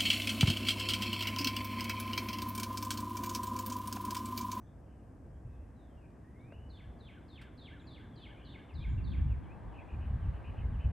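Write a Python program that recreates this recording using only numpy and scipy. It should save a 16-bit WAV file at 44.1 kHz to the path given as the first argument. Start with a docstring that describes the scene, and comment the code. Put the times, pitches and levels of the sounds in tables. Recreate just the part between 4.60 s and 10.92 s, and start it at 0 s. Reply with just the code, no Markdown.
"""A garden, the microphone by a flower bed. From the trees behind it a cardinal-like bird sings in
almost pure syrinx tones: a long falling whistle, a rising one, then nine quick slurs. Ground, hedge
and trees echo it; other birds chip and buzz further off, and dry stems snap. Distant engines drone,
tyres hiss as a car draws nearer, and one crosses a gap between the houses. Insects sing thinly,
and gusts of breeze, strongest late on, buffet the microphone."""
import sys
import numpy as np
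from scipy import signal
from scipy.fft import rfft, irfft
from scipy.io import wavfile
from scipy.ndimage import uniform_filter1d

SR = 44100
rng = np.random.default_rng(int(sys.argv[2]) if len(sys.argv) > 2 else 0)


def wav_out(sig):
    """Save sig, one row per channel (or a flat mono array), as 16-bit PCM at SR to the path in sys.argv[1]."""
    wavfile.write(sys.argv[1], SR, np.round(np.clip(np.atleast_2d(sig).T, -1, 1) * 32767).astype(np.int16))


N = 278712
TIME = np.arange(N) / SR
FREQ = np.fft.rfftfreq(N, 1 / SR)


def undb(db):
    """Decibels to gain."""
    return 10 ** (np.asarray(db) / 20)


def unit(x):
    """Scale to rms 1."""
    return x / np.sqrt(np.mean(x ** 2))


def curves(table, t):
    """The columns of a table, joined by straight lines over time t."""
    times, *columns = np.transpose(table)
    return [np.interp(t, times, column) for column in columns]


def walk(rate, n=N):
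    """A smooth random wander, changing about rate times a second; spread near 1."""
    hold = max(int(SR / rate), 2)
    steps = np.repeat(rng.standard_normal(400 + n // hold)[:n // hold + 3], hold)
    return 1.3 * uniform_filter1d(uniform_filter1d(steps, hold), hold)[hold:hold + n]


def noise(spectrum):
    """Unit noise coloured by (frequency [Hz], level [dB]) points, falling away beyond both ends."""
    hz, db = np.transpose(spectrum)
    f = np.maximum(FREQ, 1)
    colour = undb(np.interp(np.log(f), np.log(hz), db))
    skirts = np.minimum(f / hz[0], 1) ** 2 * np.minimum(hz[-1] / f, 1) ** 2
    return unit(irfft(rfft(rng.standard_normal(N)) * colour * skirts, N))


def wide(spectrum, side_db, pan_db=0, narrow_hz=20000):
    """Diffuse stereo noise; above narrow_hz it gathers in the middle."""
    side = irfft(rfft(noise(spectrum)) / (1 + (FREQ / narrow_hz) ** 10), N)
    signs = np.array([[1], [-1]])
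    return (noise(spectrum) + signs * undb(side_db) * side) * undb(signs * pan_db / 2)


def add(track, start, x):
    """Mix x into the track from start seconds on."""
    i = max(int(start * SR), 0)
    track[i:i + len(x)] += x[:max(N - i, 0)]


def whistle(hz, db, waver, flutter_db=2.5, rasp=0):
    """Almost a sine, a little unsteady in pitch and level; rasp is a much faster pitch jitter."""
    n = len(hz)
    pitch = hz * (1 + waver * walk(200, n) + rasp * walk(1500, n))
    tone = np.sqrt(2) * np.sin(2 * np.pi * np.cumsum(pitch) / SR)
    return tone * undb(db + flutter_db * walk(123.6, n)) * signal.windows.tukey(n, .04)


# Spectra of the distant road's engines, wash and tyres: (frequency [Hz], relative level [dB])
ENGINE_SPECTRUM = [(60, -20.5), (105, 4), (170, -2), (260, -0.5), (330, -4.5), (400, -13), (600, -22.5),
                   (1000, -51.5)]
WASH_SPECTRUM = [(250, -2), (450, 3), (720, 1), (950, -10.5), (1400, -14.5), (2500, -60.5)]
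TYRE_SPECTRUM = [(550, -5.5), (850, 6.5), (1150, 4.5), (1420, -4), (1560, 4), (2000, -3.5), (2800, -11.5),
                 (3600, -18.5), (4500, -24.5), (6000, -45)]


def traffic(swell_s=3.28, nearest_s=5.94, wash_db=-66, car_wash_db=-62, tyres_db=-61):
    """Far engines swell once and fade; road wash and tyres grow louder as a car draws nearer."""
    engines_db = -57.5 + 4.5 * np.exp(-((TIME - swell_s) / .63) ** 2)
    nearness = 1 / np.hypot(1, (TIME - nearest_s) / 1.3)  # 1.3 s: closest distance over speed
    wash_gain = np.hypot(undb(wash_db), undb(car_wash_db) * nearness ** 2)
    drone = wide(ENGINE_SPECTRUM, side_db=-13.5, narrow_hz=174)
    wash = wide(WASH_SPECTRUM, side_db=-5.5, pan_db=1.5)
    tyres = wide(TYRE_SPECTRUM, side_db=-5, pan_db=2, narrow_hz=1700)
    return (drone * undb(engines_db + 1.3 * walk(7.3))
            + wash * wash_gain * undb(1.5 * walk(12))
            + tyres * nearness * undb(tyres_db + .5 * walk(4.3)))


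# Hiss all round the microphone: (frequency [Hz], relative level [dB])
HISS_SPECTRUM = [(500, 9), (3000, -11), (5000, 8), (7000, 7), (8300, 9.5), (9300, 5.5), (11000, 1),
                 (12200, 3.5), (14500, -7)]
# Insects in the garden: (pitch [Hz], level [dB])
INSECT_TONES = [(9951, -106.5), (10243, -105.5)]


def air_and_insects(hiss_db=-87):
    """A faint even hiss, with two thin insect tones that waver in level."""
    insects = sum(whistle(np.full(N, hz), db + 2 * walk(3.1), waver=.00074, flutter_db=5.5)
                  for hz, db in INSECT_TONES)
    return wide(HISS_SPECTRUM, side_db=-4) * undb(hiss_db) + insects


def garden_echo(x, echo_db, scatter_db, t60, build_s=.013, dull_hz=3900, foliage_hz=2450):
    """Direct sound, smeared echoes off ground and hedge, and a tree tail that loses its top first."""
    t = np.arange(int(.8 * SR)) / SR
    grains = rng.standard_normal((3, len(t)))
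    lowpass = 1 / (1 + (np.fft.rfftfreq(len(t), 1 / SR) / dull_hz) ** 20)
    dull = irfft(rfft(grains[:2]) * lowpass, len(t))
    tail = dull + (grains[:2] - dull) * np.exp(-t / .57)
    envelope = undb(-60 * t / t60) * (1 - np.exp(-t / build_s))
    mid, side = undb(scatter_db) * tail * envelope / np.sqrt(np.sum(envelope ** 2))
    ground, hedge = (.0028, .0028, -3.5), (.05, .02, echo_db)  # (delay [s], smear [s], level [dB])
    for delay, smear, db in (ground, hedge):
        burst = grains[2] * np.exp(-((t - delay) / smear) ** 2)
        mid = mid + undb(db) * burst / np.sqrt(np.sum(burst ** 2))
    # leaves scatter little below foliage_hz
    scattered = irfft(rfft(x) * FREQ ** 2 / np.hypot(FREQ ** 2, foliage_hz ** 2), N)
    responses = [mid + sign * undb(-20) * side for sign in (1, -1)]
    return np.array([x + signal.fftconvolve(scattered, response)[:N] for response in responses])


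def chirp(length, hz, db, glide=0, arch=0, depth_hz=0, rate=0):
    """One short call: its pitch glides and arches (octaves) and may warble rate times a second."""
    n = int(length * SR)
    along = np.linspace(-1, 1, n)
    arc = hz * 2 ** (glide * along / 2 - arch * along ** 2)
    warble = depth_hz * np.sin(2 * np.pi * np.cumsum(rate * (1 + .15 * walk(40, n))) / SR)
    return whistle(arc + warble, db, waver=.0083) * signal.windows.tukey(n, .35)


# Gliding chips, further off: (time [s], length [s], middle pitch [Hz], glide [octaves], level [dB])
CHIPS = [(3.195, 0.025, 3600, -.36, -72.5), (3.515, .12, 3120, -0.3, -76), (4.081, 0.067, 2520, -0.79, -70),
         (4.189, 0.072, 2435, .24, -70), (4.831, 0.034, 3120, -0.37, -75), (4.853, 0.089, 2395, 0.31, -73),
         (5.078, 0.06, 3220, -.28, -81), (5.179, 0.067, 3330, 0.18, -81.5),
         (5.612, .058, 2900, -.38, -74.5), (6.129, 0.04, 2950, -0.45, -73)]
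# Arched peeps: (time [s], top pitch [Hz], level [dB])
PEEPS = [(3.23, 2610, -78), (3.595, 2640, -77), (4.201, 3350, -75), (6.005, 2210, -70.5)]
# Buzzy notes: (time [s], length [s], middle pitch [Hz], glide [octaves],
# warble depth [Hz], warble rate [Hz], level [dB])
BUZZES = [(.03, 0.052, 3530, 0.15, 200, 33, -84), (0.254, 0.099, 2850, -0.28, 200, 35, -81.5),
          (.37, 0.066, 2810, -0.23, 100, 54, -82), (0.807, 0.32, 2670, -0.062, 150, 24, -83),
          (1.787, 0.032, 3710, 0.36, 200, 42, -80.5), (3.75, 0.077, 2390, 0.075, 120, 50, -70),
          (3.784, 0.14, 3150, 0.1, 240, 40, -69.5), (4.373, 0.048, 2670, -.4, 70.3, 120, -66),
          (4.679, .078, 2630, -0.63, 90, 120, -68), (5.136, .05, 2780, -0.053, 220, 63, -68),
          (5.174, 0.064, 2360, -.52, 100, 70, -65.5), (5.277, 0.081, 2710, -0.0087, 250, 59, -67),
          (5.394, 0.07, 2796, 0.06, 280, 79, -69), (5.731, .056, 2900, .15, 260, 118, -70.5),
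          (5.833, 0.078, 2740, 0.1, 260, 113, -64.5), (5.957, 0.068, 2790, .06, 260, 98, -67.5),
          (6.186, 0.075, 2827, 0.064, 280, 102, -66)]
# Very high, thin calls: (time [s], pitch [Hz], level [dB])
THIN_CALLS = [(.0, 6100, -85), (.724, 7100, -91), (3.199, 7070, -82), (4.283, 6970, -81.5),
              (5.315, 6900, -87)]


def background_birds(near_db=-77, far_db=-82, chorus_db=-90):
    """Calls over a random chorus. Faint birds are far, and reach the microphone mostly as scatter."""
    calls = [(start, db, chirp(length, hz, db, glide)) for start, length, hz, glide, db in CHIPS]
    calls += [(start, db, chirp(.051, hz, db, arch=.17)) for start, hz, db in PEEPS]
    calls += [(start, db, chirp(length, hz, db, glide, arch=.16, depth_hz=depth, rate=rate))
              for start, length, hz, glide, depth, rate, db in BUZZES]
    calls += [(start, db, chirp(.026, hz, db, depth_hz=200, rate=85)) for start, hz, db in THIN_CALLS]
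    for _ in range(28):
        start, length = rng.uniform(0, N / SR), rng.uniform(.059, .149)
        hz, glide = rng.uniform(2500, 3700), rng.uniform(-.25, .25)
        calls.append((start, chorus_db, chirp(length, hz, chorus_db, glide, depth_hz=150, rate=31)))
    near, far = np.zeros((2, N))
    for start, db, call in calls:
        distance = np.clip((near_db - db) / (near_db - far_db), 0, 1)
        add(near, start, call * np.sqrt(1 - distance))
        add(far, start, call * np.sqrt(distance))
    thicket = undb(-12) * garden_echo(far, echo_db=3, scatter_db=12, t60=.3 + .1, build_s=.003)
    return garden_echo(near, echo_db=-11, scatter_db=-4, t60=.3, build_s=.002) + thicket


# Gusts at the microphone: (time [s], hold [s], wind strength [dB], swirl strength [dB])
GUSTS = [(.74, 0.012, -54, -67), (0.843, 0.024, -47, -67), (.98, 0.015, -48.5, -70),
         (1.94, .19, -55.5, -70), (2.25, 0.036, -49.5, -65), (4.131, 0.14, -44, -52),
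         (4.259, 0.14, -38.5, -43.5), (4.421, .14, -42.5, -41), (4.56, 0.16, -34.5, -45),
         (5.041, 0.028, -47, -49), (5.318, 0.17, -42.5, -52.5), (5.489, 0.067, -36.5, -54),
         (5.618, 0.081, -36.5, -49), (5.865, 0.038, -45, -48.5), (5.978, 0.2, -38, -51),
         (6.235, 0.033, -33, -47.5)]


def gusts(calm_db=-59.5, calm_swirl_db=-67.5, attack_s=.015, release_s=.049, linger_s=.36):
    """Strength of wind and swirl: each gust rises out of light air, holds and dies; its swirl lingers."""
    wind, swirl = undb(calm_db + 1.9 * walk(12)), undb(calm_swirl_db)
    for start, hold, wind_db, swirl_db in GUSTS:
        attack = np.clip((TIME - start) / attack_s, 0, 1)
        after = np.maximum(TIME - start - hold, 0)
        wind = np.hypot(wind, undb(wind_db) * attack * np.exp(-after / release_s))
        swirl = np.maximum(swirl, undb(swirl_db) * attack * np.exp(-after / linger_s))
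    return wind, swirl


# Spectra of eddies and swirls right on the microphone: (frequency [Hz], relative level [dB])
EDDY_SPECTRUM = [(25, -15.5), (40, -5.5), (60, 6), (80, 1.5), (120, -6.5), (180, -18), (250, -24.5),
                 (350, -54), (500, -50.5)]
SWIRL_SPECTRUM = [(35, -11.5), (60, 4.5), (110, 3.5), (220, -6), (300, -7), (400, -20.5), (600, -47.5)]


def breeze(thump_gain_db=5, steadiness=.7):
    """Eddies thump on both microphone ports at once; smaller swirls strike each port on its own."""
    wind, swirling = gusts()
    eddies = noise(EDDY_SPECTRUM)
    # evened out so that the gust, more than chance, sets how hard each eddy thumps
    running_rms = np.sqrt(uniform_filter1d(eddies ** 2, size=2600))
    thumps = eddies / running_rms ** steadiness * wind * undb(thump_gain_db)
    swirls = np.array([noise(SWIRL_SPECTRUM), noise(SWIRL_SPECTRUM)])
    return thumps + swirls * swirling * undb(.67 * walk(17))


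# The two opening notes, from the trees behind the flower bed: (time [s], pitch [Hz], level [dB])
FALLING_NOTE = [(1.16, 4040, -86), (1.2, 3770, -88), (1.33, 3100, -91), (1.43, 2510, -78.5),
                (1.47, 2280, -85)]
RISING_NOTE = [(1.64, 1800, -76), (1.669, 1890, -78), (1.82, 2230, -75), (1.91, 2586, -72),
               (1.945, 2907, -71), (2.0, 2963, -79), (2.05, 2930, -84)]


def long_whistles():
    """The singer's syrinx glides slowly down through one note and up through the next."""
    out = np.zeros(N)
    for note in (FALLING_NOTE, RISING_NOTE):
        start, end = note[0][0], note[-1][0]
        hz, db = curves(note, np.arange(start, end, 1 / SR))
        add(out, start, whistle(hz, db, waver=.0071))
    return out


# Knocks and snaps of dry stems in the garden:
# (time [s], level [dB], thud gain [dB], body gain [dB], crack gain [dB], rise [s], decay [s])
STEM_SNAPS = [(1.503, -71, -30, -20, -2, .001, .003), (1.922, -50, 3, -8.5, -42, 0.00064, 0.0066),
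              (2.813, -54, -13, -6, -3.5, 0.0025, 0.016)]
# Woody resonances of a stem: (frequency [Hz], width [Hz], relative level [dB])
STEM_MODES = [(1480, 370, 9), (2120, 600, 0)]


def stem_snaps():
    """Each dry stem gives a short burst of dull thud, woody body and bright crack."""
    out, t = np.zeros(N), np.arange(int(.08 * SR)) / SR
    ring = sum(undb(db) / (1 + ((FREQ - hz) / (width / 2)) ** 2) for hz, width, db in STEM_MODES)
    thud = noise([(400, -11), (580, 7), (800, -13), (1100, -20)])
    body = unit(irfft(rfft(rng.standard_normal(N)) * ring, N))
    crack = noise([(1500, 13.5), (4800, 3), (6500, -9), (8300, -1), (11000, -17), (15000, -9)])
    for start, db, thud_db, body_db, crack_db, rise, decay in STEM_SNAPS:
        burst = undb(thud_db) * thud + undb(body_db) * body + undb(crack_db) * crack
        envelope = np.minimum(t / rise, 1) ** 2 * np.exp(-np.maximum(t - rise, 0) / decay)
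        add(out, start, undb(db) * burst[:len(t)] * envelope)
    return out


# The sweep shared by all slurs: (time into slur [s], pitch [Hz], relative level [dB])
SLUR_SHAPE = [(-.004, 5150, -22.5), (.006, 4403, -6.5), (.035, 3694, -7.5), (.072, 3414, -2.5),
              (.092, 3050, -4), (.103, 2394, 0), (.119, 2024, 0), (0.126, 1665, -14.5), (.138, 1506, 0),
              (.165, 1765, -2), (.205, 1383, -4.5), (.215, 1330, -11)]
# The slurs, from the same trees: (time [s], level [dB], low ending gain [dB], high half gain [dB])
SLUR_SERIES = [(2.089, -66, -5.5, -0.5), (2.384, -64, -4, -2.5), (2.677, -63, -1.5, -0.5),
               (2.97, -62.5, -1.5, .5), (3.262, -64.5, -4.5, 3.5), (3.551, -62.5, -4.5, 1.5),
               (3.842, -61, -7, 1), (4.136, -62.5, -4.5, 1), (4.433, -64.5, -2.5, -0.5)]


def slurs(rasp=.017, top_rasp=.014):
    """The syrinx repeats one steep downward sweep, raspiest at its high start."""
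    out = np.zeros(N)
    t = np.arange(SLUR_SHAPE[0][0], SLUR_SHAPE[-1][0], 1 / SR)
    hz, shape_db = curves(SLUR_SHAPE, t)
    high_half = np.clip((hz - 2600) / 700, 0, 1)
    top = np.clip((hz - 3700) / 300, 0, 1)
    ending = np.clip((t - .12) / .015, 0, 1)
    for start, level_db, ending_db, high_db in SLUR_SERIES:
        db = shape_db + level_db + ending_db * ending + high_db * high_half
        add(out, start, whistle(hz, db, waver=.0099, rasp=rasp + top_rasp * top))
    return out


def passing_car(nearest_s=5.14, span_s=.22, peak_db=-61):
    """A car crosses a gap between the houses; its tyre tread sings in a narrow band."""
    tread = wide([(600, -18), (780, 0), (920, -1), (1100, -10), (1400, -26)], side_db=-7, pan_db=2)
    return tread * undb(peak_db) / (1 + ((TIME - nearest_s) / span_s) ** 2)


def scene():
    """The garden from the flower bed: birds in the trees, breeze on the microphone, traffic far off."""
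    song = garden_echo(long_whistles(), echo_db=-1.5, scatter_db=-2, t60=.59)
    song += garden_echo(slurs(), echo_db=-3, scatter_db=2.5, t60=.6)
    birds = song + background_birds()
    return birds + stem_snaps() + breeze() + traffic() + passing_car() + air_and_insects()


def record(dry, top_hz=14500):
    """The recorder cuts the top; the sound starts and stops without a click."""
    lowpass = signal.ellip(8, .2, 70, top_hz, fs=SR, output="sos")
    return signal.sosfilt(lowpass, dry * signal.windows.tukey(N, .002))


dry = scene()
out = record(dry)
wav_out(out)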